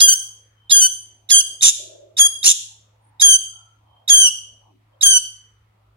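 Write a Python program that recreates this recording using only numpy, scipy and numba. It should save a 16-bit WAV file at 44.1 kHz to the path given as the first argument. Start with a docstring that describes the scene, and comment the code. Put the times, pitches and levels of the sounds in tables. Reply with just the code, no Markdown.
"""A small bare room: a fledgling begs near a stereo microphone, in seven falling chirps and two squeaks.
Each call opens with a short whistle and a rasp before the voice locks into a harmonic series.
Beak resonances filter the chirps; throat resonances filter the rough, trilled squeaks.
The room reverberates over a low hum, flickering air noise, one low whoosh and faint peeps."""
import sys
import numpy as np
from scipy import signal
from scipy.fft import rfft, irfft, next_fast_len
from scipy.io import wavfile
from scipy.ndimage import uniform_filter1d
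from numba import njit

SR = 44100
rng = np.random.default_rng(int(sys.argv[2]) if len(sys.argv) > 2 else 0)


def materialize(psi):
    """Save the field psi as 16-bit PCM at rate SR to the path in sys.argv[1].

    A 1-D psi becomes a single channel; in a 2-D psi each row is a channel.
    """
    bounded = np.clip(np.atleast_2d(psi).T, -1, 1)
    quanta = np.round(bounded * 32767).astype(np.int16)
    wavfile.write(sys.argv[1], SR, quanta)


N = 262836
T = np.arange(N) / SR

# Spectrum of the room air: frequency_hz, relative_density_db
AIR_SPECTRUM = [(25, -30.5), (74, -18), (137, -28.5), (400, -34.5), (900, -32), (1560, -40.5), (2980, -42),
                (6000, -54.5), (15900, -56.5)]
# Whoosh envelope: time_s, level_db
WHOOSH_ENVELOPE = [(1.76, -71), (1.8, -48), (2.05, -49), (2.2, -61), (2.45, -67.5), (2.55, -93)]
# Whoosh bands: centre_hz, width_hz, gain_db
WHOOSH_SPECTRUM = [(366, 65, -3), (490, 200, -10), (606, 87, 2)]
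# Faint peeps and swells: start_s, length_s, centre_hz, width_hz, level_db
PEEP_EVENTS = [(0.551, 0.19, 3104, 80.9, -61.5), (3.008, 0.11, 9020, 80, -66.5),
               (3.851, 0.22, 3166, 80, -64), (4.921, 0.05, 3170, 79.7, -71), (1.407, 0.22, 492, 403, -60),
               (2.68, 0.11, 867, 119, -66.5), (2.877, 0.66, 882, 198, -63.5),
               (3.44, 0.39, 1353, 101.6, -61.5), (3.508, 0.22, 897, 302, -63),
               (4.601, 0.14, 860, 400, -59.5), (4.646, 0.19, 302.6, 150, -64),
               (4.888, 0.19, 554, 99.8, -66), (5.604, 0.31, 326, 200, -77.5)]
# Reverberation by band: frequency_hz, t60_s, gain_db
ROOM_DECAY = [(1400, 0.48, -3), (3300, 0.5, 0.5), (6300, 0.44, -1.5), (9200, 0.38, 1), (14000, .33, 0)]
# Microphone port response, per head pose: frequency_hz, left_minus_right_db, left_lead_rad
PORT_RESPONSES = [
    [(1590, -5.5, 0.1), (3050, 0.5, -2.3), (3250, -6, -0.8), (3800, -8, 0.34), (4700, -11, 2.64),
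     (5400, 4.5, 1.3), (5680, 1, -2.5), (6300, 2.5, -1.57), (6420, -2, 0.47), (6560, -1.0, 0.66),
     (7500, 4.5, -1), (8100, 2.5, -0.93), (9200, 3, -1.97), (9650, 3.5, -0.3), (9500, 6.5, 2),
     (10900, -5, -0.05), (13000, -4.5, 1.44)],
    [(1590, 2.5, 0.33), (3020, 2, 1.97), (3160, -4, -0.08), (3700, -6, 0.94), (4740, -9, 0.47),
     (5300, 3.0, 0.1), (6140, -8.5, -2.06), (6750, -5.0, 1.1), (6420, -2.5, 2.1), (6620, -8.5, 0.07),
     (7300, -2.5, 2), (7820, 0.5, 3.5), (8850, 6, 8.5), (9550, 7.0, 6.5), (9700, 9.0, 8.5),
     (11040, -12.5, 8.5), (13200, 2, 8)],
    [(1590, -4, -0.76), (3100, 6.5, 1.38), (3230, 4.5, 2.07), (3800, -4, -0.5), (4700, 2.5, 1.22),
     (5600, 4.5, -3.14), (6130, -15.5, 0.96), (6374, -4.5, 1.84), (6380, -7.5, -0.1), (6520, -7.5, -0.95),
     (7300, -0.5, -0.3), (7770, 1, -0.48), (9200, 14.5, -1.41), (9360, 3, 0.4), (9200, 19, 0.33),
     (11100, -10.5, -2.5), (13000, 0, -5.5)],
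]
# Call openings: start_s, whistle_decay_s, whistle_db, rasp_peak_s, rasp_db
CALL_OPENINGS = [(-.008, 0.023, -21, .008, -9), (0.6946, 0.033, -22, .714, -12.5),
                 (1.288, 0.016, -26.5, 1.308, -12), (1.608, 0.0044, -18, 1.628, -17),
                 (2.167, 0.014, -22.5, 2.188, -13), (2.428, 0.006, -17.5, 2.447, -12.5),
                 (3.1965, 0.032, -20.5, 3.218, -12.5), (4.077, 0.017, -18, 4.095, -15),
                 (5.009, 0.017, -20.5, 5.03, -14.5)]
# Rasp bands: centre_hz, width_hz, gain_db
RASP_SPECTRUM = [(800, 400, -20), (2200, 1800, -19), (5216, 2800, 0.5), (6500, 3300, -9.5),
                 (10100, 2300, -6.5), (12100, 3500, -23)]
# Contour of each squeak: time_s, pitch_hz, level_db
SQUEAK_CONTOURS = [
    [(1.618, 1236, -32), (1.628, 1263, -14.5), (1.653, 1180, -7.5), (1.659, 1555, -4), (1.695, 1572, -5.5),
     (1.706, 1600, -15), (1.714, 1540, -36)],
    [(2.438, 1137, -35.5), (2.45, 1205, -26.5), (2.46, 1386, -9), (2.472, 1429, -5), (2.481, 1561, -5),
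     (2.518, 1570, -7), (2.534, 1520, -27)],
]
# Trill of each squeak: start_s, build_s, swing_hz, crest_time_s, rate_hz
SQUEAK_TRILLS = [(1.653, 0.0047, 300, 1.683, 85.04), (2.461, .04, 323.2, 2.504, 85.87)]
# Effect of a full trill on partials 1 to 8: gain_db
TRILL_PARTIAL_DB = [-7, -4.5, -7, 0.5, -6, -2, -13, -10.5]
# Throat resonances: centre_hz, width_hz, gain_db
THROAT_MODES = [(3560, 1200, -4.5), (6430, 1500, -4.5), (6850, 1800, -6.5), (9670, 900, -7.5),
                (12400, 3000, -18)]
# Contour of each chirp: time_s, pitch_hz, effort_db
CHIRP_CONTOURS = [
    [(.017, 1648, 1.5), (.035, 1621, 5.5), (.055, 1626, 3), (.075, 1589, -2.5), (.092, 1528, 5),
     (.11, 1589, -1.5), (.133, 1548, 0.5), (.14, 1454, 4), (.148, 1441, -3)],
    [(.722, 1684, 3.5), (.74, 1646, 1.5), (.762, 1588, 1), (.79, 1607, 2), (.808, 1565, -3.5),
     (.82, 1502, 1), (.85, 1537, 3), (.862, 1530, 0), (.88, 1474, 0)],
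    [(1.315, 1689, 0), (1.33, 1639, 1.5), (1.343, 1565, 1.5), (1.365, 1590, 0.5), (1.385, 1613, 0),
     (1.398, 1610, -1), (1.413, 1460, -5.5), (1.424, 1394, -6)],
    [(2.195, 1697, 2.5), (2.215, 1627, 10), (2.235, 1653, 4.5), (2.252, 1654, 4.5), (2.265, 1639, 5.5),
     (2.281, 1586, 0)],
    [(3.224, 1629, -0.5), (3.234, 1658, 0), (3.255, 1609, 2), (3.275, 1609, 1.5), (3.305, 1579, -0.5),
     (3.33, 1576, 0), (3.352, 1545, -1), (3.374, 1534, -1)],
    [(4.102, 1678, 1), (4.12, 1629, -1.5), (4.14, 1604, 2.5), (4.19, 1593, -2), (4.23, 1554, -3),
     (4.252, 1504, -4), (4.28, 1457, -4.5), (4.296, 1410, 3.5)],
    [(5.037, 1627, -2), (5.047, 1647, -5), (5.066, 1575, 0), (5.098, 1593, -3), (5.126, 1560, -3),
     (5.148, 1496, -6), (5.165, 1501, -1), (5.177, 1519, -4.5), (5.192, 1367, -0.5)],
]
# Partial offsets per chirp: second_db, second_tilt_db_per_100_hz, fourth_db, odd_db, above_seventh_db
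CHIRP_COLOURS = [(-2.5, 9, 1, 1.5, 0.5), (-4, 4, 0, 0, -5), (0, 0.5, -2.26, 1.5, -5.5),
                 (-2.5, 1.5, -6.9, -8, -12), (1, 8, 1, 0, -8), (3.5, 0.5, 1, 0, -8), (1.5, 2, 1, 2.5, -8)]
# Beak resonances: centre_hz, width_hz, gain_db
BEAK_MODES = [(1590, 400, -30), (3048, 560, -13.5), (5220, 1300, -17.5), (6510, 2700, -10),
              (8110, 360, -10), (9414, 720, -16.5), (10724, 1000, -18), (13100, 1200, -37),
              (14300, 3700, -29)]
# Moments when the bird turns its head: time_s
POSE_CHANGES_S = [1.2, 1.55]

AIR_DB, ROOM_DB, HUM_DB, HUM_HZ = -64.5, -11.5, -61, 107
LEFT_LAG_S, PORT_TAPS = 24 / SR, 768
WHISTLE_HZ, THROAT_LOW_HZ, TILT_PIVOT_HZ = 3828, 3000, 1590
ROUGH_START, ROUGH_HELD, SETTLE_S = .5, .17, .012
LOCK_S, RELEASE_S, RELEASE_DB, ODD_DB, FLICKER_DB = .007, .022, -12.5, -12.5, 1.7
LIMIT_DB, RATIO, GRAB_S, LET_GO_S, TOP_HZ = -11, 1.9, .014, .05, 16000


def undb(db):
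    """Amplitude ratio of a level in decibels."""
    return 10 ** (np.asarray(db) / 20)


def unit(x):
    """Normalisation to unit RMS."""
    return x / np.sqrt(np.mean(x ** 2))


def band(x, hz, width_hz):
    """Gaussian band-pass filter."""
    f = np.fft.rfftfreq(x.shape[-1], 1 / SR)
    return irfft(rfft(x) * np.exp(-.5 * ((f - hz) / (.5 * width_hz)) ** 2), x.shape[-1])


def walk(rate, size):
    """Smooth random fluctuation of unit RMS, changing rate times a second."""
    k = max(int(SR / rate), 1)
    return unit(uniform_filter1d(uniform_filter1d(rng.standard_normal(size), k), k))


def span(start_s, end_s):
    return slice(max(int(start_s * SR), 0), int(end_s * SR))


def phase_of(hz):
    """Phase is the time integral of frequency."""
    return 2 * np.pi * np.cumsum(hz) / SR


def resonance(hz, modes):
    """Summed gain of Lorentzian resonance peaks."""
    return sum(undb(db) / (1 + (2 * (hz - f) / width) ** 2) for f, width, db in modes)


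def air():
    """Diffuse noise in third octaves, alike at both sides in the bass; bands below 2 kHz flicker."""
    table_hz, table_db = np.transpose(AIR_SPECTRUM)
    out = 0
    for hz in 30 * 2 ** np.arange(0, 9.1, 1 / 3):
        mid, side = band(rng.standard_normal((2, N)), hz, hz / 3)
        db = np.interp(np.log(hz), np.log(table_hz), table_db) + 4.5 * walk(6, N) * (hz < 2000)
        out = out + undb(db) * (mid + min(hz / 630, 1) * side * np.array([[1], [-1]]))
    return undb(AIR_DB) * unit(out)


def hum():
    """A low sinusoid under slight random amplitude and frequency modulation."""
    return undb(HUM_DB + walk(12, N)) * np.sqrt(2) * np.sin(phase_of(HUM_HZ + .76 * walk(22, N)))


def whoosh():
    """Low bands of noise swell and fade under one envelope."""
    noise = rng.standard_normal((2, N))
    rush = unit(sum(undb(db) * band(noise, hz, width) for hz, width, db in WHOOSH_SPECTRUM))
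    return rush * undb(np.interp(T, *np.transpose(WHOOSH_ENVELOPE), -120, -120))


def peeps():
    """Band-limited noise: narrow high bands are heard as peeps, low ones as swells."""
    out = np.zeros((2, N))
    for start, length, hz, width, db in PEEP_EVENTS:
        at = span(start, start + length)
        size = len(T[at])
        peep = unit(band(rng.standard_normal((2, size)), hz, width))
        out[:, at] += undb(db) * np.sqrt(np.hanning(size)) * peep
    return out


def room(x):
    """Reverberation: dense echoes, different at each side, decay exponentially, the treble first."""
    t = np.arange(SR) / SR
    spectrum = rfft(rng.standard_normal((2, SR)))
    log_f = np.log(np.fft.rfftfreq(SR, 1 / SR) + 1)
    log_centres = np.log([row[0] for row in ROOM_DECAY])
    tail = 0
    for share, (_, t60, db) in zip(np.eye(len(ROOM_DECAY)), ROOM_DECAY):
        echoes = irfft(spectrum * np.interp(log_f, log_centres, share), SR)
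        tail = tail + undb(db - 60 * t / t60) * echoes / np.sqrt(t60 * SR / np.log(1e6))
    tail *= np.clip((t - .003) / .005, 0, 1)  # echoes begin after 3 ms
    size = next_fast_len(N + SR)
    return undb(ROOM_DB) * irfft(rfft(x, size) * rfft(tail, size), size)[:, :N]


def ports(x):
    """Directivity: head pose sets balance and phase at the two ports; the longer left path adds delay."""
    f = np.fft.rfftfreq(PORT_TAPS, 1 / SR)
    pose = np.searchsorted(POSE_CHANGES_S, T)
    out = 0
    for k, response in enumerate(PORT_RESPONSES):
        hz, db, lead = np.transpose([(0, 0, 0), *response])  # alike in the bass
        lead = np.interp(f, hz, lead) - 2 * np.pi * f * LEFT_LAG_S
        left = undb(np.interp(f, hz, db) / 2) * np.exp(.5j * lead)
        taps = np.fft.fftshift(irfft(np.array([left, 1 / left]), PORT_TAPS), axes=1)
        taps *= np.hanning(PORT_TAPS)
        out = out + np.array([signal.fftconvolve(x * (pose == k), side, "same") for side in taps])
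    return out


def openings():
    """Onset transient: a whistle slides up to its note, then the folds rasp until they lock."""
    out = np.zeros(N)
    for start, decay_s, whistle_db, peak_s, rasp_db in CALL_OPENINGS:
        at = span(start, peak_s + .01)
        t = T[at] - start
        phase = phase_of(WHISTLE_HZ * (1 - .082 * np.exp(-t / .0025) + .017 * walk(540, len(t))))
        swell = np.clip(t / .003, 0, 1) ** 2 * np.exp(-(t / decay_s) ** 2) * undb(2 * walk(350, len(t)))
        whistle = np.sin(phase) + undb(-15.5) * np.sin(2 * phase) + undb(-20.5) * np.sin(3 * phase)
        noise = rng.standard_normal(len(t))
        rasp = unit(sum(undb(db) * band(noise, hz, width) for hz, width, db in RASP_SPECTRUM))
        past_peak = T[at] - peak_s
        burst = np.exp(np.where(past_peak < 0, past_peak / .006, -past_peak / .0063))
        burst *= np.clip(t / .0049, 0, 1) ** 2
        out[at] += np.sqrt(2) * undb(whistle_db) * swell * whistle + undb(rasp_db) * burst * rasp
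    return out


def squeaks():
    """Frequency modulation: a trill sweeps the partials of a rough voice across the throat resonances."""
    out = np.zeros(N)
    for contour, (start, build_s, swing_hz, crest_s, rate_hz) in zip(SQUEAK_CONTOURS, SQUEAK_TRILLS):
        times, *columns = np.transpose(contour)
        at = span(times[0], times[-1])
        t = T[at]
        hz, db = (np.interp(t, times, column) for column in columns)
        rough = ROUGH_HELD + (ROUGH_START - ROUGH_HELD) * np.exp(-((t - times[1]) / SETTLE_S) ** 2)
        swing = swing_hz * np.clip((t - start) / build_s, 0, 1)
        cycle = np.cos(2 * np.pi * rate_hz * (t - crest_s))
        hz += swing * np.arcsin(.93 * cycle) / np.arcsin(.93)  # straighter flanks than a sine
        phase = phase_of(hz * (1 + .1 * rough * walk(900, len(t))))
        trill = np.clip(swing / 250, 0, 1)
        voice = 0
        for k, trill_db in enumerate(TRILL_PARTIAL_DB, 1):
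            throat = resonance(k * hz, THROAT_MODES) * np.minimum(k * hz / THROAT_LOW_HZ, 1) ** 2
            voice = voice + throat * undb(trill * trill_db) * np.sin(k * phase)
        noise = rng.standard_normal(len(t))
        hiss = unit(sum(undb(gain) * band(noise, f, 1.3 * width) for f, width, gain in THROAT_MODES))
        push = undb(2.9 * trill * cycle)  # loudest at the crests
        shimmer = 1 + rough * walk(900, len(t))
        out[at] += undb(db) * (unit(voice) * push * shimmer + 1.7 * rough * hiss)
    return out


def chirps():
    """Source and filter: harmonics of a falling pitch slide through the beak resonances.
    Successive half-periods are nearly alike, so even partials lead; odd ones flicker more."""
    out = np.zeros(N)
    for contour, (second_db, tilt, fourth_db, odd_db, top_db) in zip(CHIRP_CONTOURS, CHIRP_COLOURS):
        times, *columns = np.transpose(contour)
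        at = span(times[0] - LOCK_S, times[-1])
        t = T[at]
        hz, db = (np.interp(t, times, column) for column in columns)
        waver = .0027 * walk(350, len(t)) + .00087 * walk(42, len(t))
        phase = phase_of(hz * (1 + waver))
        release = np.clip(1 - (times[-1] - t) / RELEASE_S, 0, 1) ** 2
        gate = np.clip((t - t[0]) / LOCK_S, 0, 1) * np.clip((t[-1] - t) / LOCK_S, 0, 1)
        envelope = np.sqrt(2) * gate * undb(db + RELEASE_DB * release)
        hiss = unit(band(rng.standard_normal(len(t)), hz=1400, width_hz=1300))
        out[at] += envelope * undb(-47 + 4.6 * walk(30, len(t))) * hiss
        for k in range(1, 11):
            colour_db = (k == 2) * (second_db + tilt * (hz - TILT_PIVOT_HZ) / 100)
            colour_db += (k == 4) * fourth_db + k % 2 * (ODD_DB + odd_db) + (k > 7) * top_db
            colour_db -= k * release  # upper partials fade first
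            flicker_db = FLICKER_DB * (1 + k % 2) * walk(140, len(t))
            gain = resonance(k * hz, BEAK_MODES) * undb(colour_db + flicker_db)
            out[at] += envelope * gain * np.sin(k * phase)
    return out


def scene():
    """Superposition of the bird's direct sound, its reverberation and the background."""
    fade_in = np.clip(T / .0051, 0, 1)
    bird = fade_in * (chirps() + squeaks() + openings())
    return ports(bird) + room(bird) + air() + hum() + whoosh() + peeps()


@njit
def follow(x, grab, let_go):
    """Envelope detection with a fast rise and a slow fall."""
    out, level = np.empty(len(x)), 0.
    for i in range(len(x)):
        level += (x[i] - level) * (grab if x[i] > level else let_go)
        out[i] = level
    return out


def record(dry):
    """Capsule asymmetry adds a faint thump to each call; compression, soft clipping, a low-pass follow."""
    bent = dry + .028 * signal.sosfilt(signal.butter(2, 15, "high", fs=SR, output="sos"), dry ** 2)
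    power = follow(np.mean(bent ** 2, axis=0), 1 / (GRAB_S * SR), 1 / (LET_GO_S * SR))
    held = bent * np.maximum(np.sqrt(power) / undb(LIMIT_DB), 1) ** (1 / RATIO - 1)
    rounded = held / (1 + np.abs(held / .97) ** 6) ** (1 / 6)
    return signal.sosfilt(signal.ellip(10, .2, 80, TOP_HZ, fs=SR, output="sos"), rounded)


dry = scene()
out = record(dry)
materialize(out)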